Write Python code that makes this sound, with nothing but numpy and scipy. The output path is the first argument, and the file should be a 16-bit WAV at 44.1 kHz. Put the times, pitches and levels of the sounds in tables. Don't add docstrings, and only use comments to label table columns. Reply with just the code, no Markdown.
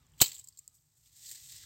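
import sys
import numpy as np
from scipy import signal
from scipy.fft import rfft, irfft
from scipy.io import wavfile

SR = 44100
rng = np.random.default_rng(int(sys.argv[2]) if len(sys.argv) > 2 else 0)


def store_pcm(level_fs):
    pcm = np.round(np.clip(level_fs, -1, 1) * 32767).astype(np.int16)
    wavfile.write(sys.argv[1], SR, np.atleast_2d(pcm).T)


N = 72765


def snap():
    # t/s, relative level/dB
    blows = [(0.2139, -9.5), (.2150, -1.5), (.2160, -2), (0.2177, -5.5), (.2190, -11), (0.2203, -5),
             (0.2224, -10), (0.2259, -9.5), (0.2332, -19.5), (.2412, -18)]
    # t/s, relative level/dB
    shudder = [(.170, -96), (.178, -61.5), (.2025, -53), (.205, -24.5), (.2135, -34), (.2160, -24.5),
               (.225, -27), (.234, -29), (.245, -33), (.268, -41.5), (.278, -42.5), (.31, -53.5),
               (.335, -51.5), (.37, -58), (.40, -58), (.43, -75)]
    # f/Hz, relative level/dB
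    spectrum = [(88, -40), (150, -15), (466, -16.5), (566, -20.5), (905, -18.5), (1530, -29), (1870, -22),
                (3160, -10.5), (3420, -15.5), (4410, -7.5), (5570, -17.5), (7770, -4.5), (9820, -22.5),
                (14800, -9), (16000, -8)]
    shelf_hz = 1400
    spray = sum(fade(s, db - 9.5, t60=0.014) for s, db in blows) * grains(per_s=12000, spread_db=1.5)
    spray = split(spray, amp(-3) * spray, shelf_hz)
    cracks = sum(hit(s, db + 5) for s, db in blows)
    chatter = amp(curve(shudder, outside=-200) + 3.1 * drift(hz=190)) * grains(per_s=3500, spread_db=2.5)
    chatter = split(chatter, amp(-7) * chatter, shelf_hz)
    contacts = spray + cracks + chatter
    push = fade(blows[0][0], db=-18, t60=0.0091)
    thud = ring(signal.lfilter([1, -1], [1], push), hz=112.7, t60=0.036)
    return colour(contacts, spectrum) + steel_frame(contacts) + thud


def steel_frame(contacts):
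    # f/Hz, relative level/dB, t60/s
    modes = [(3100, -13, .08), (3230, -48, .9), (4000, -20, .1), (4310, -16, .06), (7430, -17, .17),
             (7570, -16, .13), (7770, -6, .1), (7930, -4, .065), (8320, -12, .06), (11390, -27, .1),
             (13290, -19, .1), (14420, -17, .05), (14860, -8, .045), (15150, -18, .06)]
    return amp(-31) * sum(amp(db) * ring(contacts, hz, t60) for hz, db, t60 in modes)


def ticks():
    # t/s, bright level/dB, t60/s, body f/Hz, body level/dB (levels relative)
    taps = [(.066, -52, 0.011, 5000, -83), (0.119, -51, 0.0082, 5060, -83), (.136, -66, 0.033, 3120, -63),
            (.190, -48, .02, 4540, -57), (0.2019, -29, 0.018, 3200, -24), (.206, -68, 0.015, 1100, -29.5),
            (.2455, -39, 0.0078, 4450, -27), (.249, -55, 0.017, 4250, -26.5),
            (.2595, -24, 0.015, 3900, -23), (0.2807, -29, 0.018, 5800, -33.5),
            (0.293, -51, 0.027, 3980, -58), (.316, -38, .025, 2200, -44), (.3175, -40, 0.017, 3260, -40.5),
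            (.3185, -37.5, 0.02, 4450, -38), (0.344, -40, .05, 4120, -54), (.349, -38, 0.066, 4030, -50),
            (.364, -46, 0.042, 3320, -47), (.381, -42.5, 0.047, 3530, -64), (0.391, -37, 0.035, 885, -60.5),
            (0.395, -39.5, .04, 3040, -72), (.412, -49, 0.033, 3900, -55),
            (0.433, -52.5, 0.0051, 5030, -71), (.4415, -52, 0.013, 5500, -62),
            (0.4418, -39.5, 0.038, 5800, -73), (.473, -39.5, 0.023, 4400, -52),
            (.4848, -34.5, 0.029, 4500, -52), (.5245, -56, .04, 4550, -60), (.573, -43.5, 0.06, 4300, -53),
            (0.5866, -42.5, 0.018, 5300, -50), (.590, -33.5, 0.021, 2300, -62.5),
            (.678, -29, 0.0062, 4570, -49.5), (0.782, -75, 0.026, 3370, -69), (.785, -73, 0.029, 4500, -65)]
    # f/Hz, relative level/dB
    spectrum = [(2940, -51), (5000, -16), (6050, -20.5), (6660, -7), (7530, 3.5), (8580, -8.5),
                (9370, -26.5), (11300, -21.5), (14300, -11), (16000, -24.5)]
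    bright, body = knocks(taps)
    frame_drive = band(bright, [6000, 9000])
    return colour(bright, spectrum) + body + amp(-6.5) * steel_frame(frame_drive)


def grass():
    # t/s, treble level/dB, lower-band level/dB (levels relative)
    brush = [(0, -77, -82.5), (.15, -79, -98), (.3, -64.5, -51), (.42, -69.5, -73), (.55, -72.5, -74.5),
             (.7, -73.5, -77.5), (.735, -73.5, -84), (.75, -59, -91), (.77, -70.5, -91), (.83, -76.5, -89),
             (.94, -78, -82), (.975, -69.5, -80.5), (1.01, -74.5, -81), (1.06, -67.5, -69),
             (1.11, -70, -71), (1.17, -62, -64.5), (1.238, -54.5, -55.5), (1.25, -52.5, -55.5),
             (1.31, -49.5, -52.5), (1.37, -57.5, -55.5), (1.42, -55.5, -57), (1.48, -56, -58),
             (1.53, -55, -51), (1.58, -56.5, -53.5), (1.65, -60, -53)]
    # f/Hz, relative level/dB
    spectrum = [(180, -58), (300, -24.5), (331, -20), (440, -30.5), (1360, -28.5), (1970, -10.5),
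                (2320, -16), (3830, -6), (6000, -7), (7570, 1), (8360, 0), (9710, -19), (12100, -7),
                (15200, -8.5), (16000, -10.5)]
    # t/s, bright level/dB, t60/s, body f/Hz, body level/dB (levels relative)
    stalks = [(1.058, -57.5, 0.053, 3570, -61), (1.129, -54, 0.036, 3860, -64.5),
              (1.246, -52, 0.05, 3600, -49), (1.265, -42, 0.054, 4800, -41.5),
              (1.293, -36, 0.05, 4700, -48), (1.303, -38, 0.021, 4130, -65), (1.314, -26, 0.026, 4000, -46),
              (1.347, -42, 0.063, 2160, -55.5), (1.356, -42, 0.05, 4550, -54),
              (1.519, -40.5, 0.068, 3850, -59), (1.571, -45, 0.025, 5180, -41.5),
              (1.635, -64, 0.11, 1600, -55.5)]
    flicker = amp(1.5 * drift(hz=61))
    rustle = colour(flicker * grains(per_s=9900, spread_db=3.0), spectrum)
    treble = rustle * amp(curve(brush) + 1)
    lower = rustle * amp(curve(brush, column=2) + 3)
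    bright, body = knocks(stalks)
    return split(treble, lower, hz=5400) + colour(bright, spectrum) + body


def knocks(table):
    spray = grains(per_s=7700, spread_db=1.0)
    bright = body = 0
    for s, db, t60, hz, body_db in table:
        bright += spray * fade(s, db - 8, t60) + hit(s, db - 2.5)
        push = spray * fade(s, body_db - 16.5, t60) + hit(s, body_db - 5.5)
        note = ring(push, hz, t60=1 / 150)
        body += band(note, [0.83 * hz, 1.4 * hz])
    return bright, body


def far_rumble():
    # t/s, level/dB
    levels = [(0.0, -68), (0.21, -63), (0.358, -72), (0.596, -74), (1.162, -75), (1.65, -66)]
    # f/Hz, relative level/dB
    spectrum = [(15, -56), (25, -27.5), (48, -3), (111, -1.5), (153, -2.5), (192, -23.5), (231, -18),
                (528, -29), (835, -27.5), (915, -27.5), (1780, -29.5), (6000, -32.5), (7800, -61),
                (13200, -120)]
    return amp(curve(levels) + 1.3 * drift(hz=8)) * colour(rng.standard_normal(N), spectrum)


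def far_bird():
    # t/s, f/Hz, level/dB
    calls = [
        [(0, 1318, -86), (.03, 1220, -80), (.08, 1082, -88), (.1, 990, -105)],
        [(.4, 1020, -100), (.44, 1039, -82.5), (.55, 1068, -92), (.62, 1227, -95), (.69, 1292, -88),
         (.74, 1227, -96), (.78, 1050, -103)],
    ]
    song = np.zeros(N)
    for call in calls:
        phase = 2 * np.pi * np.cumsum(curve(call)) / SR
        level = amp(curve(call, column=2, outside=-200) + 3.5 * drift(hz=21))
        song += level * (np.sin(phase) + amp(-3) * np.sin(3 * phase))
    return song


def amp(db):
    return 10 ** (np.asarray(db, float) / 20)


def rms_one(x):
    return x / np.sqrt(np.mean(x ** 2) + 1e-20)


def curve(rows, column=1, outside=None):
    rows = np.array(rows)
    return np.interp(np.arange(N) / SR, rows[:, 0], rows[:, column], outside, outside)


def colour(x, spectrum):
    size = 8192
    hz, db = np.transpose(spectrum)
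    bin_hz = np.arange(size // 2 + 1) * SR / size
    log_gain = np.log(amp(np.interp(np.log(bin_hz + 1), np.log(hz), db)))
    cepstrum = irfft(log_gain)
    cepstrum[1:size // 2] *= 2
    cepstrum[size // 2 + 1:] = 0
    pulse = irfft(np.exp(rfft(cepstrum)))
    return signal.fftconvolve(x, pulse / np.sqrt(np.sum(pulse ** 2)))[:N]


def drift(hz):
    r = np.exp(-2 * np.pi * hz / SR)
    return rms_one(signal.lfilter([1], [1, -2 * r, r * r], rng.standard_normal(N + SR)))[SR:]


def grains(per_s, spread_db):
    sizes = amp(spread_db * np.minimum(rng.exponential(1, N), 4)) * rng.choice([-1, 1], N)
    return rms_one(sizes * (rng.random(N) < per_s / SR))


def hit(s, db):
    return amp(db) * (np.arange(N) == int(s * SR))


def fade(s, db, t60):
    t = np.arange(N) / SR - s
    return amp(db - 60 * np.maximum(t, 0) / t60) * (t >= 0)


def ring(x, hz, t60):
    r, w = amp(-60 / (t60 * SR)), 2 * np.pi * hz / SR
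    return signal.lfilter([0, np.sin(w)], [1, -2 * r * np.cos(w), r * r], x + 1e-18)


def band(x, hz, kind="band", order=2):
    return signal.sosfilt(signal.butter(order, hz, kind, fs=SR, output="sos"), x)


def split(upper, lower, hz):
    return band(upper, hz, "high", order=4) + band(lower, hz, "low", order=4)


def scene():
    # low f/Hz, high f/Hz, side level/dB
    width_bands = [(1400, 2200, -18), (9500, 10200, -22.5)]
    mid = snap() + ticks() + grass() + far_rumble() + far_bird()
    side = amp(-94.5) * rng.standard_normal(N)
    for low_hz, high_hz, db in width_bands:
        side += amp(db) * band(mid, [low_hz, high_hz], order=3)
    return np.array([mid + side, mid - side])


def record(dry):
    low_cut_hz, top_hz = 42, 16150
    thinned = band(dry, low_cut_hz, "high")
    return signal.sosfilt(signal.cheby2(24, 60, top_hz, fs=SR, output="sos"), thinned)


dry = scene()
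out = record(dry)
store_pcm(out)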